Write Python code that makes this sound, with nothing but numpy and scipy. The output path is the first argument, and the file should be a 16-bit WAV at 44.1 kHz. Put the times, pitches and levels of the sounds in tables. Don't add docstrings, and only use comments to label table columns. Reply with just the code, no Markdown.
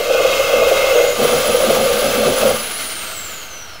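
import sys
import numpy as np
from scipy import signal
from scipy.fft import rfft, irfft, next_fast_len
from scipy.io import wavfile
from scipy.ndimage import uniform_filter1d, minimum_filter1d, map_coordinates

SR = 44100
rng = np.random.default_rng(int(sys.argv[2]) if len(sys.argv) > 2 else 0)


def to_wav(s):
    ch = np.atleast_2d(s).T
    pcm = np.round(np.clip(ch, -1, 1) * 32767)
    wavfile.write(sys.argv[1], SR, pcm.astype(np.int16))


def gain_from_db(level_db):
    decades = np.asarray(level_db, float) / 20
    return 10 ** decades


N = 167580
T = np.arange(N) / SR
CUT_END_S = 2.53
TOP_HZ = 15720

# frequency in Hz, level in dB per Hz.
RUMBLE = [(12, -32), (20, -9.5), (27, -19), (91, -10.5), (108, -19), (200, -22), (260, -34), (440, -120)]
# frequency in Hz, width in Hz, level in dB.
CHASSIS = [(152.5, 8.6, -6), (222.8, 13.4, 0), (265, 32, -7), (357, 58, -7.5), (388, 48, -5.5),
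           (745, 90, -10.5)]


def unit(x):
    return x / np.sqrt(np.mean(x ** 2) + 1e-20)


def along(points, hz):
    f, v = np.transpose(points)
    return np.interp(np.log(hz + 1), np.log(f + 1), v)


def curves(rows):
    s, *cols = np.transpose(rows)
    return [np.interp(T, s, c) for c in cols]


def wobble(rate):
    return map_coordinates(rng.standard_normal(int(N * rate / SR) + 4), [T * rate])


def filtered(x, response):
    m = next_fast_len(N + SR // 2)
    return irfft(rfft(x, m) * response(np.fft.rfftfreq(m, 1 / SR)), m)[..., :N]


def ringing(x, modes):
    def response(f):
        total = 0
        for k, (centre, width, db) in enumerate(modes):
            damping = 1j * f * width
            total = total + (-1) ** k * gain_from_db(db) * damping / (centre * centre - f * f + damping)
        return total
    return filtered(x, response)


def noise(spectrum):
    return unit(filtered(rng.standard_normal(N), lambda hz: gain_from_db(along(spectrum, hz))))


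def evened(x, share, size):
    power = np.abs(uniform_filter1d(x ** 2, size=size)) + 1e-9
    return unit(x * power ** (-np.clip(share, 0, 1) / 2))


def tone(hz, jitter_hz):
    return 2 * np.pi * np.cumsum(hz + jitter_hz * wobble(120)) / SR


def teeth(chatter_db):
    return unit(rng.standard_normal(N) * gain_from_db(chatter_db * (wobble(44.99) + 0.49 * wobble(15.0))))


def panel_boom(boom_db):
    # frequency in Hz, width in Hz, level in dB.
    panel = [(347, 17.6, -18), (389.3, 4.6, -13.5), (476.1, 20.9, -0.5), (528.6, 25.2, 0.5), (565, 32.2, 0),
             (609.3, 30, -5.5), (654.6, 27.4, -9), (694.4, 43, -11), (796, 19, -13)]
    # frequency in Hz, width in Hz, level in dB.
    body = [(526, 370, 0)]
    # peak in seconds, level in dB.
    blows = [(0.105, -5), (0.154, -4), (0.206, -4.5), (0.254, -0.5), (0.298, -9.5), (0.323, -13),
             (0.401, -6.5), (0.45, -20), (0.497, -9), (0.538, -4), (0.599, -8.1), (0.624, -1.5),
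             (0.672, -7), (0.72, 0), (0.774, -9), (0.813, -15.5), (0.847, -8.5), (0.892, -11),
             (0.922, -12.5), (0.961, -3), (1.004, -3), (1.044, -8.5), (1.089, -14), (1.108, -13.5),
             (1.201, -7.5), (1.227, -10), (1.253, -1), (1.294, -14), (1.335, -10), (1.376, -14),
             (1.446, -12), (1.466, -11), (1.499, -7.5), (1.551, -2.5), (1.609, -9.5), (1.64, -7),
             (1.669, -13), (1.706, -4), (1.729, -11), (1.772, -6.5), (1.811, -9.5), (1.839, -14.5),
             (1.862, -10.5), (1.906, -7.5), (1.97, -11), (2.025, -10.4), (2.061, -11), (2.099, -17),
             (2.212, -15), (2.236, -8.5), (2.277, -9.3), (2.316, -25), (2.337, -15), (2.374, -12.9),
             (2.433, -5.5), (2.457, -5), (2.478, -7.3), (2.51, -6)]
    rise_s, fall_s, blow_db, bed_db = 0.0065, 0.0067, -4.5, -2.5
    boom = evened(ringing(teeth(chatter_db=1.5), panel), 0.66, size=220)
    caught = np.zeros(N)
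    for s, db in blows:
        caught[round(s * SR)] = gain_from_db(2 * (db + blow_db))
    lag = np.arange(-2000, 2001) / SR
    swell = np.exp(-(lag / np.where(lag < 0, rise_s, fall_s)) ** 2)
    caught = signal.fftconvolve(caught, swell, "same")
    level = np.sqrt(gain_from_db(2 * (boom_db + bed_db)) + np.abs(caught))
    return gain_from_db(0.87) * ringing(level * boom, body)


def blade_squeal():
    # time in seconds, pitch in Hz, level in dB.
    course = [
        (.85, 6450, -48),
        (1.0, 6700, -39),
        (1.09, 6830, -34),
        (1.17, 6890, -38),
        (1.22, 6920, -60),
    ]
    hz, db = curves(course)
    sounding = (T > course[0][0]) * (T < course[-1][0])
    return gain_from_db(db + 3 + 4 * wobble(60)) * np.sin(tone(hz, jitter_hz=50)) * sounding


def cutting():
    # time in seconds, panel boom in dB, frame ring in dB, tooth rasp in dB.
    feed = [(0.0, -9.5, -25, -34), (0.03, -19.5, -30.5, -66), (0.14, -17, -24.5, -49),
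            (0.42, -18.5, -24, -41.5), (0.62, -13, -23.5, -37), (0.88, -16, -23.5, -38.5),
            (1.0, -11, -24.5, -35.5), (1.16, -23.5, -33, -45.5), (1.24, -20, -23, -33),
            (1.34, -13, -27.5, -37.5), (1.42, -19.5, -26, -34), (1.7, -16.5, -25.5, -35),
            (2.13, -18.5, -30.5, -36), (2.27, -15.5, -26, -37), (2.37, -18.5, -29.5, -34.5),
            (2.49, -18.5, -28.5, -34), (2.66, -63, -39, -33)]
    # frequency in Hz, width in Hz, level in dB.
    first_frame = [(1164, 160, -4), (2474, 36, -3.5), (2655, 57, -1.5), (3286, 72, -7.5), (3550, 29, -9),
                   (3790, 48, -9.5), (4380, 45, -18), (5130, 240, -16.5), (6030, 130, -15.5),
                   (6770, 110, -15)]
    braces = [(1505, 39, -6.5), (2880, 54, -6.5)]
    # frequency in Hz, width in Hz, level in dB.
    second_frame = [(1193, 62, -1.5), (2150, 86, -7.5), (2604, 60, -1.5), (3140, 180, -6.5),
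                    (3510, 160, -8), (3980, 48, -8), (4350, 78, -12), (5000, 120, -10), (5750, 97, -10.5),
                    (6300, 41, -9), (6800, 120, -11.5), (7950, 120, -15.5)]
    # frequency in Hz, level in dB per Hz.
    rasp_colour = [(530, -17), (900, -2.5), (1190, 2.5), (1890, -3.5), (2110, -1.5), (2320, -8), (3130, -7),
                   (8350, -15.5), (15800, -14)]
    # time in seconds, level in dB.
    sing_course = [
        (0.0, -36),
        (0.062, -51),
        (0.21, -29.5),
        (0.748, -31),
        (0.774, -25),
        (0.972, -29),
        (0.998, -25),
        (1.186, -42),
        (1.2, -37),
    ]
    # frequency in Hz, width in Hz, level in dB.
    brace_pair = [(2047, 18, -5), (2143, 20, 0)]
    boom_db, ring_db, rasp_db = curves(feed)
    second = np.clip((T - 1.18) / 0.0098, 0, 1)
    first = 1 - second
    bite = teeth(chatter_db=0.8)

    frame = first * unit(ringing(bite, sorted(first_frame + braces)))
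    frame = frame + second * unit(ringing(bite, second_frame))
    frame = gain_from_db(1.5 + ring_db) * frame
    grit_db = 0.5 * wobble(18) + 2.1 * wobble(60)
    rasp = noise(rasp_colour) * gain_from_db(11.5 + rasp_db + grit_db)
    shake = gain_from_db(-37 + 0.45 * (rasp_db + 33.5)) * noise(RUMBLE)
    sing = first * gain_from_db(curves(sing_course)[0] + 2.5) * evened(ringing(bite, brace_pair), 0.65, size=2500)
    judder = second * gain_from_db(-37 + 1.2 * wobble(11.2)) * unit(ringing(bite, CHASSIS[1:]))

    release = gain_from_db(-120 * np.clip(T - CUT_END_S, 0, None))
    return release * (panel_boom(boom_db) + sing + judder + frame + rasp + shake) + blade_squeal()


def motor():
    # time in seconds, pitch in Hz, level in dB.
    whine_course = [
        (1.12, 9810, -40),
        (1.24, 9865, -28.5),
        (1.42, 9990, -31),
        (1.5, 9960, -29),
        (1.66, 10070, -31),
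        (2.07, 10120, -33),
        (2.5, 9935, -29),
        (2.715, 10540, -30),
    ]
    # frequency in Hz, level in dB per Hz.
    fast_air = [(88, -28), (150, -4.5), (634, -0.5), (1010, -21), (1250, -0.5), (2340, 0), (3130, -2.5),
                (5510, -3.5), (15800, -12.5)]
    # frequency in Hz, level in dB per Hz.
    slow_air = [(88, -42), (150, -15), (672, -1.5), (866, -8.5), (1490, 0), (1750, -4), (5720, -15),
                (8450, -19), (15800, -24)]
    # frequency in Hz, width in Hz, level in dB.
    housing = [(635, 55, -2), (1400, 500, -2), (2145, 130, -1), (2660, 70, -3), (3140, 150, -1),
               (3860, 70, -4), (4300, 190, -5)]
    fast_hz, slow_hz = 7550, 5330
    coast = np.clip(T - 2.715, 0, None)
    hz, whine_db = curves(whine_course)
    hz = np.where(coast > 0, 10520 * np.exp(-0.665 * coast), hz)
    hz = uniform_filter1d(hz, size=2000)
    whine_db = np.where(coast > 0, -25.5 - 15.5 * coast, whine_db)
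    whine_db = uniform_filter1d(whine_db, size=2000)

    phase = tone(hz, jitter_hz=25.9)
    flutter = np.abs(1 + np.where(T < CUT_END_S, 0.55, 0.45) * wobble(45))
    on = np.clip((T - 1.1) / 0.02, 0, 1)
    overtone = (2 * hz < TOP_HZ) * gain_from_db(-14 - 18 * np.clip(coast - 0.55, 0, 1)) * np.sin(2 * phase)
    whine = on * gain_from_db(whine_db) * flutter * (np.sin(phase) + overtone)

    fast = np.clip((hz - slow_hz) / (fast_hz - slow_hz), 0, 1)
    air = np.sqrt(fast) * noise(fast_air) + np.sqrt(1 - fast) * noise(slow_air)
    air = air + gain_from_db(-1.5) * unit(ringing(rng.standard_normal(N), housing))
    free_db = -33.5 - 6.5 * coast - 4 * coast ** 2
    air_db = uniform_filter1d(np.where(T < CUT_END_S, -33.5, free_db) + 6.5, size=4000)
    return whine, gain_from_db(air_db + 0.61 * wobble(7.38) + 1.2 * wobble(50)) * air


def knocks():
    # start in seconds, peak in dB.
    snags = [(0.543, -22), (1.187, -12), (1.319, -16), (1.485, -16), (1.635, -17.5), (1.67, -17),
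             (1.773, -13.5), (1.809, -28), (1.919, -18), (2.032, -15.5), (2.069, -28), (2.158, -15.5),
             (2.19, -25), (2.263, -9.5), (2.413, -18.5), (2.501, -20.5)]
    shove_s = 0.02
    s, db = np.transpose(snags)[:, :, None]
    shove = np.exp(-0.5 * ((T - s - shove_s) / shove_s) ** 2) * rng.standard_normal(N)
    rung = ringing(shove, CHASSIS)
    return np.sum(gain_from_db(db + 1.14) * rung / np.abs(rung).max(axis=1, keepdims=True), axis=0)


def clinks():
    # peak in seconds, pitch in Hz, peak in dB.
    parts = [
        (2.7, 728, -29.5),
        (3.09, 635, -34),
    ]
    total = np.zeros(N)
    for s, hz, db in parts:
        swell = np.exp(-0.5 * ((T - s) / 0.013) ** 2)
        total += gain_from_db(db) * swell * np.sin(2 * np.pi * hz * T)
    return total


def shelter(x):
    # frequency in Hz, time to fall 60 dB in seconds.
    decay = [(200, 0.48), (2000, 0.34), (10000, 0.52)]
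    hz, t, z = signal.stft(rng.standard_normal(SR // 2), SR, nperseg=256)
    tail = signal.istft(z * gain_from_db(-60 * t / along(decay, hz)[:, None]), SR, nperseg=256)[1]
    return signal.fftconvolve(np.pad(x, (400, 0)), tail / np.linalg.norm(tail))[:N]


def scene():
    whine, air = motor()
    knock = knocks()
    saw = cutting() + air + clinks()
    echo = shelter(gain_from_db(-5) * saw + whine + gain_from_db(-8) * knock)
    mono = (saw + whine + knock + echo) * gain_from_db(-0.88) + gain_from_db(-47.5) * noise(RUMBLE)
    return np.array([mono, mono])


def microphone(x):
    # frequency in Hz, width in Hz, depth as a share (negative lifts).
    notches = [(1016, 37, 0.51), (1826, 166, 0.56), (5420, 144, 0.31), (8160, 520, 0.17),
               (14100, 400, -0.067), (15200, 1000, -0.92)]

    def response(f):
        gain = f < TOP_HZ
        for centre, width, depth in notches:
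            gain = gain * (1 - np.clip(depth, -2, 0.95) * np.exp(-0.5 * ((f - centre) / width) ** 2))
        return gain
    return filtered(x, response)


def limiter(x):
    need = minimum_filter1d(np.minimum(1, 0.84 / (np.abs(x[0]) + 1e-9)), size=600)
    return x * uniform_filter1d(need, size=300)


def treble_gaps(x):
    # start in seconds, end in seconds.
    pause = (2.56, 3.48)
    hz, t, z = signal.stft(x, SR, nperseg=512)
    field = uniform_filter1d(rng.standard_normal(z.shape[1:]), size=4, axis=0)
    field = unit(uniform_filter1d(field, size=2, axis=1))
    band = np.exp(-0.5 * ((hz[:, None] - 14200) / 330) ** 2)
    active = (t < pause[0]) | (t > pause[1])
    gaps_db = -26 * band * np.clip(2 * (field + 0.1), 0, 1) * active
    return signal.istft(z * gain_from_db(gaps_db), SR, nperseg=512)[1][:, :N]


def splits(x):
    # centre in seconds, low edge in Hz, high edge in Hz.
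    patches = [(.14, 4600, 6400), (.37, 11000, 12500), (.56, 8900, 10500), (.56, 11700, 13900),
               (1.28, 14400, 15700), (1.765, 8900, 10500), (2.09, 4100, 8400), (2.09, 14400, 15700),
               (2.37, 6200, 7700), (2.37, 11000, 12500), (2.6, 4100, 6400)]
    other = np.roll(x[0], 3000)
    side = np.zeros(N)
    for s, low, high in patches:
        swell = np.cos(np.clip((T - s) / 0.02, -1, 1) * np.pi / 2)
        side += swell * filtered(other, lambda f: (f > low) & (f < high))
    return gain_from_db(-3) * np.array([side, -side])


def low_pass(x):
    return signal.sosfilt(signal.butter(12, 15910, fs=SR, output="sos"), x)


def record(dry):
    x = treble_gaps(limiter(microphone(dry)))
    mix = x + splits(x) + 0.0135
    return low_pass(mix)


dry = scene()
out = record(dry)
to_wav(out)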